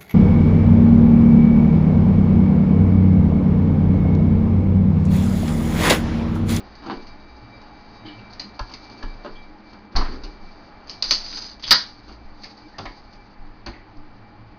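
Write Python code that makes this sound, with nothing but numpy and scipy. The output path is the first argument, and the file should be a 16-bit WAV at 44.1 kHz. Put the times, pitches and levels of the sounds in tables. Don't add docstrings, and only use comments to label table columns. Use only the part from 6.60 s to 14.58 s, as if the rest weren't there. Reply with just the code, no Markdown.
import sys
import numpy as np
from scipy import signal
from scipy.fft import rfft, irfft
from scipy.io import wavfile
from scipy.ndimage import uniform_filter1d

SR = 44100
rng = np.random.default_rng(int(sys.argv[2]) if len(sys.argv) > 2 else 0)


def decibels_to_gain(level_db):
    exponent = np.asarray(level_db, float) / 20
    return 10 ** exponent


def to_wav(sig):
    pcm = np.clip(np.atleast_2d(sig), -1, 1) * 32767
    pcm = np.round(pcm).astype(np.int16)
    wavfile.write(sys.argv[1], SR, pcm.T)


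N = 351918
T = np.arange(N) / SR
MIC_LIFT_DB = 11.5

# f/Hz, width/Hz
BANDS = [(270, 244), (850, 750), (2100, 1140), (5000, 3820)]


def unit(x):
    return x / np.sqrt(np.mean(x ** 2))


def band(x, hz, width):
    low = np.sqrt(hz ** 2 + width ** 2 / 4) - width / 2
    sos = signal.butter(2, [low, low + width], "bandpass", fs=SR, output="sos")
    return signal.sosfilt(sos, x)


def noise(hz, width):
    return unit(band(rng.standard_normal(N), hz, width))


def colour(x, table, size=4096):
    hz, db = np.transpose(table)
    bins_hz = np.fft.rfftfreq(size, 1 / SR) + 1
    cepstrum = irfft(np.log(decibels_to_gain(np.interp(np.log(bins_hz), np.log(hz), db))))
    cepstrum[1:size // 2] *= 2
    cepstrum[size // 2 + 1:] = 0
    return signal.fftconvolve(x, irfft(np.exp(rfft(cepstrum))))[:N]


def walk(rate):
    hold = max(int(SR / rate), 33)
    steps = rng.standard_normal(N // 32)[:N // hold + 1]
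    return uniform_filter1d(uniform_filter1d(np.repeat(steps, hold), hold), hold)[:N]


def curves(table, silent=None):
    s, *columns = np.transpose(table)
    return [np.interp(T, s, column, silent, silent) for column in columns]


def decay(s, t60, rise_s):
    i = int(s * SR)
    t = T[:min(int(t60 * SR), N - i)]
    return i, t, (1 - np.exp(-t / rise_s)) * decibels_to_gain(-60 * t / t60)


def swells(table, size=64):
    t = T[::size]
    total = 0
    for s, db, rise_s, fade_s in table:
        total = total + decibels_to_gain(db) * np.exp(np.where(t < s, (t - s) / rise_s, (s - t) / fade_s))
    return np.interp(T, t, total)


def impacts(table, bands, grain_db, rise_s, first_db, clank_db, hard):
    push, first = np.zeros((2, 4, N))
    for s, tick_db, body_db, thud_db, t60 in table:
        between_db = hard * tick_db + (1 - hard) * body_db + clank_db
        levels = (thud_db + 3.5, body_db + 5.0, between_db, tick_db - MIC_LIFT_DB)
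        for k, db in enumerate(levels):
            slow = (bands[3][0] / bands[k][0]) ** 0.41
            i, t, env = decay(s, max(t60, .005) * slow, rise_s * slow ** 2.0)
            push[k, i:i + len(t)] += decibels_to_gain(db) * env
            first[k, i] += decibels_to_gain(db + first_db)
    contacts = rng.standard_normal(N) * decibels_to_gain(grain_db * walk(700))
    out = np.zeros(N)
    for k, (hz, width) in enumerate(bands):
        out += band(contacts * push[k] + first[k], hz, width) * np.sqrt(SR / 2 / width)
    return out


def modes(table, rise_s, shake_s):
    out, shake = np.zeros(N), shake_s * walk(350)
    for s, hz, db, t60, *sign in table:
        i, t, env = decay(s, t60, rise_s)
        swing = np.sin(2 * np.pi * hz * (t + shake[i:i + len(t)]))
        out[i:i + len(t)] += (sign[0] if sign else 1) * decibels_to_gain(db) * env * swing
    return out


def jars_and_cans():
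    # t/s, tick peak level/dB, body level/dB, thud level/dB, rattle t60/s
    full_knocks = [(0.0044, -34, -38.5, -30.5, 0.025), (0.2234, -45, -40.5, -37.5, 0.084),
                   (0.262, -33, -32.5, -29.5, 0.068), (0.2989, -34, -20, -39, 0.037),
                   (0.319, -30, -45, -22, 0.026), (0.3395, -37, -50, -30, 0.04),
                   (1.016, -39.5, -49, -57, 0.051), (2.0952, -34, -39, -40.5, 0.057),
                   (2.2979, -35, -44, -41.5, 0.044), (2.375, -39, -52, -42.5, .12),
                   (2.6476, -34, -30, -28.5, 0.048), (3.1316, -36, -40.5, -39, 0.034),
                   (5.4814, -36.5, -42.5, -40.5, 0.073)]
    # t/s, tick peak level/dB, rattle t60/s
    light_ticks = [(0.1533, -34.5, 0.052), (0.4204, -40, 0.1), (0.468, -39, 0.093), (0.7656, -42.5, .069),
                   (1.7283, -34.5, 0.095), (1.7961, -19, 0.068), (2.1163, -32, .074), (2.138, -21.5, 0.043),
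                   (2.2425, -35.5, 0.046), (5.0253, -24.5, 0.046), (5.519, -39, 0.08), (5.835, -25, 0.089),
                   (5.8994, -40, 0.08), (5.9694, -45, 0.19), (6.527, -41, 0.12), (7.3703, -43, .027)]
    body_db = -24
    ticks = [(s, db, db + body_db, db + body_db, t60) for s, db, t60 in light_ticks]
    return impacts(ticks + full_knocks, BANDS, grain_db=3.0, rise_s=0.0028, first_db=13.0,
                   clank_db=-10.0, hard=0.87)


def hard_raps():
    # t/s, tick peak level/dB, body level/dB, thud level/dB, rattle t60/s
    hard_blows = [
        (1.9926, -20, -27, -34, 0.028),
        (2.428, -27, -35.5, -35.5, 0.038),
        (3.6358, -25.5, -41.5, -36.5, 0.079),
        (6.1833, -22.5, -32, -34.5, 0.062),
        (6.2548, -27, -29.5, -39.5, 0.032),
        (7.0618, -26, -35.5, -36, 0.067),
    ]
    return impacts(hard_blows, BANDS, grain_db=3.0, rise_s=0.00081, first_db=10.5, clank_db=-5.5, hard=0.39)


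def door():
    # t/s, tick peak level/dB, body level/dB, thud level/dB, rattle t60/s
    closing = [
        (3.3197, -47, -53, -37.5, 0.13),
        (3.3544, -33, -22, -23.5, 0.05),
        (3.3608, -11, -29.5, -30, .076),
        (3.4086, -26, -24, -35, 0.048),
        (3.4476, -41, -33.5, -31, 0.097),
        (3.5186, -38, -41.5, -37, 0.097),
    ]
    # f/Hz, width/Hz
    padded_bands = [(250, 270), (900, 950), (1900, 680), (4500, 2800)]
    return impacts(closing, padded_bands, grain_db=0.5, rise_s=0.0035, first_db=7.0, clank_db=-17, hard=.4)


def tab(count=12):
    # t/s, tick peak level/dB, body level/dB, rattle t60/s
    tab_blows = [
        (4.2707, -40.5, -62, .17),
        (4.2956, -27, -54.5, 0.12),
        (4.4241, -4, -34.5, .04),
        (4.5088, -1, -31, .012),
        (4.7265, -28, -44.5, .048),
        (4.7703, -21, -41.5, .039),
        (4.996, -37, -57, 0.053),
        (5.034, -21, -40, 0.027),
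        (5.1083, 3, -18.5, 0.044),
    ]
    # f/Hz, width/Hz
    can_bands = [(350, 730), (1300, 550), (2700, 2240), (5000, 3300)]
    thud_db = -6.5
    snap_s, snap_db, snap_body_db, snap_t60_s = 4.5085, -0.5, -30.5, .011
    bounce_s, bounce_loss_db = .0047, 1.64
    scatter = .2 * rng.standard_normal(count) * (np.arange(count) > 0)
    chatter = []
    for k in np.arange(count) + scatter:
        loss_db = k * bounce_loss_db
        chatter.append((snap_s + k * bounce_s, snap_db - loss_db, snap_body_db - loss_db, snap_t60_s))
    rows = [(s, tick_db, body_db, body_db + thud_db, t60) for s, tick_db, body_db, t60 in tab_blows + chatter]
    return impacts(rows, can_bands, grain_db=4.5, rise_s=0.000065, first_db=10.0, clank_db=4.0, hard=0.29)


def tear():
    # t/s, tick level/dB, body level/dB
    rip = [
        (5.1086, -30.5, -50),
        (5.1093, -0.5, -23.5),
        (5.118, -5, -14),
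        (5.131, -7.5, -20.5),
        (5.14, -19.5, -25.5),
        (5.17, -21.5, -35),
    ]
    tick_db, body_db = curves(rip, silent=-120)
    return decibels_to_gain(tick_db - MIC_LIFT_DB) * noise(4600, 2200) + decibels_to_gain(body_db) * noise(1400, 1300)


def gas():
    # t/s, jet level/dB, whistle share level/dB
    spurts = [
        [(4.44, -26, -15), (4.47, -29, -15), (4.5, -30, -1), (4.575, -36, -14.5), (4.641, -34, -9.5),
         (4.789, -30.5, -6.5), (4.86, -35.5, -9.5), (4.93, -41, -14), (4.99, -65, -11)],
        [(4.995, -56, -15), (5.02, -50, -5), (5.04, -26, -17), (5.062, -39, -11), (5.07, -23, -11),
         (5.105, -23.5, -17)],
    ]
    # f/Hz, width/Hz, level/dB
    edge_tones = [(4920, 300, -4), (6050, 730, -1.5)]
    low_db = -11.5
    jet_db, whistle_db = curves(np.vstack(spurts), silent=-120)
    whistle = sum(decibels_to_gain(db) * noise(hz, width) for hz, width, db in edge_tones)
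    jet = decibels_to_gain(-MIC_LIFT_DB) * noise(*BANDS[3]) + decibels_to_gain(low_db) * noise(1500, 2500) + decibels_to_gain(whistle_db) * whistle
    flutter_db = 2.2 * walk(60) + 3.0 * walk(400)
    return decibels_to_gain(jet_db - 4.5 + flutter_db) * jet


def ringing():
    # t/s, f/Hz, peak level/dB, t60/s
    struck_modes = [(0.3, 290, -31, 0.21), (0.31, 237, -37, 0.14), (1.45, 306.3, -34, 0.19),
                    (1.475, 300, -31.5, 0.13), (1.797, 4780, -48, 0.17), (1.805, 4100, -46.5, 0.15),
                    (1.995, 1640, -30.5, 0.074), (2.425, 1710, -28, 0.049), (2.648, 586, -28.5, 0.076),
                    (3.37, 1126, -25.5, 0.21), (3.405, 1037, -27, 0.11), (5.035, 3260, -31.5, 0.25),
                    (5.115, 1457, -27, 0.19), (6.142, 1798, -44, 0.28)]
    return modes(struck_modes, rise_s=0.0017, shake_s=.00013)


def scuffs():
    # t/s, f/Hz, width/Hz, level/dB, t60/s
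    rubs = [
        (1.451, 3030, 250, -44, .2),
        (1.479, 2950, 300, -42.5, .16),
        (1.456, 1900, 1600, -44, .3),
        (1.581, 2700, 250, -50.5, .18),
        (2.753, 3250, 250, -45.5, .12),
        (5.036, 2900, 2000, -33, .12),
        (5.111, 1350, 500, -21.5, .13),
        (6.255, 1950, 700, -29.5, .09),
        (7.063, 1700, 1000, -35.5, .12),
        (7.131, 2100, 500, -43.5, .28),
    ]
    out, rub = np.zeros(N), rng.standard_normal(N)
    for s, hz, width, db, t60 in rubs:
        i, t, env = decay(s, t60, 0.0035)
        rubbed = band(rub[i:i + len(t)], hz, width) * np.sqrt(SR / 2 / width)
        out[i:i + len(t)] += decibels_to_gain(db) * env * rubbed
    return out


def thumps():
    # t/s, f/Hz, peak level/dB, t60/s, first swing (+ up, - down)
    pushes = [(0.36, 16.6, -33, 1.5, 0.92), (2.005, 35, -13.5, 0.13, 0.64), (1.0, 19, -41, 0.75, 1),
              (2.7, 17.6, -32.5, 1.1, 1), (3.8, 18, -29.5, 0.88, 0.86), (4.47, 18, -29, 1.34, 0.79),
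              (5.08, 21, -30.5, 0.33, 0.98), (2.008, 110, -27, 0.11, -1), (2.435, 26.5, -17, 0.52, -0.65),
              (2.44, 85, -32, .1, -1.2), (3.35, 43, -13.5, 0.073, -1.6), (3.362, 20, -4.5, 0.51, 0.66),
              (3.364, 51, -17, 0.27, 0.87), (3.37, 80, -29, .2, 0.75), (3.5, 62, -32, .4, 1),
              (3.63, 31, -25, 0.42, 1), (5.645, 16.6, -32, 0.87, 1), (6.185, 97, -33, 0.24, 1),
              (6.26, 33, -28.5, 0.25, 1), (6.79, 19, -29.5, 0.9, -0.98), (7.07, 48, -27.5, 0.26, 0.98),
              (7.08, 98, -30, 0.11, 1), (7.37, 12, -29, 0.78, 0.76)]
    return modes(pushes, rise_s=.006, shake_s=0)


def room(x):
    _, t, env = decay(0, 0.29, 0.0036)
    tail = env * rng.standard_normal(N)[:len(t)]
    return x + decibels_to_gain(-6) * signal.fftconvolve(x, tail / np.sqrt(np.sum(tail ** 2)))[:N]


def line(hz):
    waver = decibels_to_gain(2.2 * walk(20))
    return waver * np.sqrt(2) * np.sin(2 * np.pi * (hz * T + .15 * walk(13)))


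def compressor(open_db):
    # f/Hz, width/Hz, level/dB
    panel_bands = [(58.3, 10, -57.5), (206.2, 26, -57.5), (300, 32, -57.5), (833, 30, -58),
                   (1206, 20, -66.5)]
    # f/Hz, level/dB
    upper_lines = [(3833, -5), (4511, -19.5), (4748, -10.5), (6282, -11.5)]
    # peak t/s, gain level/dB, rise/s, fade/s
    flares = [
        (.34, -11, .03, 0.025),
        (.56, -13, 0.02, 0.035),
        (.94, 0, 0.018, .03),
        (1.36, -5, 0.034, 0.046),
        (1.6, -2.5, .05, .03),
        (2.84, -5, .03, 0.027),
        (3.14, -2, .05, .04),
        (4.38, -2, .03, .02),
        (6.07, 1.5, .05, 0.022),
    ]
    # peak t/s, level/dB, rise/s, fade/s
    drones = [
        (.95, -54.5, 0.23, 0.056),
        (1.4, -52.5, .1, 0.38),
        (2.45, -50, 0.046, 0.064),
        (5.12, -46, 0.023, 0.051),
        (7.75, -52.5, 0.43, 0.21),
    ]
    turn_s, turn_db = 1.5, -5.5
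    panels = sum(decibels_to_gain(db + 3.3 * walk(6)) * noise(hz, width) for hz, width, db in panel_bands)
    upper_gain = decibels_to_gain(-63.5 + 1.3 * open_db + turn_db * (T > turn_s))
    upper = upper_gain * sum(decibels_to_gain(db) * line(hz) for hz, db in upper_lines)
    whine = decibels_to_gain(-54 + open_db) * line(2330)
    throb = decibels_to_gain(4.5 * walk(24)) * (0.6 + swells(flares))
    drone = (decibels_to_gain(-60) + swells(drones)) * noise(110, 18)
    return panels + drone + throb * (whine + upper)


def kitchen(open_db):
    # f/Hz, level/dB per Hz
    air_spectrum = [(45, -2.5), (60, -3.5), (75, -8.5), (120, -10.5), (160, -6.5), (250, -2.5), (500, -10),
                    (800, -5.5), (1200, -10), (2000, -15), (3000, -24.5), (4500, -40.5), (7000, -53)]
    # peak t/s, level/dB, rise/s, fade/s
    stirs = [
        (.36, -55, .15, .08),
        (2.0, -55.5, .1, 0.37),
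        (3.49, -46, .03, .06),
        (3.85, -60.5, .2, 0.12),
        (4.34, -48.5, .03, 0.046),
        (4.55, -25, .03, .03),
        (4.73, -35, .05, .09),
        (5.18, -42, .02, 0.14),
        (5.82, -48.5, .04, 0.14),
        (6.3, -51.5, .2, 0.21),
    ]
    air = unit(colour(rng.standard_normal(N), air_spectrum)) * decibels_to_gain(-46 + .3 * open_db + 0.72 * walk(5))
    rustle_size = decibels_to_gain(-55.5 + .9 * open_db) + swells(stirs)
    rustle = noise(*BANDS[3]) * decibels_to_gain(3.0 * walk(60) - MIC_LIFT_DB) * rustle_size
    rumble = decibels_to_gain(-54.5 + 2.7 * walk(3)) * noise(21, 18)
    return rumble + air + rustle


def scene():
    # t/s, level/dB
    openness = [(0, -1.5), (.5, 0), (.85, -2.5), (1.0, -0.5), (1.6, 1), (1.75, -1.5), (2.7, 2),
                (2.95, -5.5), (3.15, -1.5), (3.3, -9), (3.5, -1), (4.4, -4), (5.3, -6.5), (6.1, -11),
                (6.45, -12), (7.5, -8), (7.75, -10.5), (7.98, -10)]
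    blows = jars_and_cans() + hard_raps() + door() + tab()
    blows = blows + ringing() + tear() + scuffs()
    open_db, = curves(openness)
    return (room(blows) + gas() + thumps() + kitchen(open_db) + compressor(open_db))[None]


def low_pass(x):
    return signal.sosfilt(signal.butter(12, 16660, fs=SR, output="sos"), x)


def record(dry):
    # f/Hz, gain level/dB
    mic_response = [(10, 1), (2500, -1.5), (3300, 0), (4000, 7.5), (4600, 15.5), (5100, 6), (5600, -4.5),
                    (6200, -2.5), (6600, -11.5), (7000, -31.5), (7600, -72.5), (22050, -82.5)]
    clip = .7
    heard = np.clip(colour(dry[0], mic_response), -clip, clip)
    return low_pass(heard[None])


dry = scene()
out = record(dry)
to_wav(out)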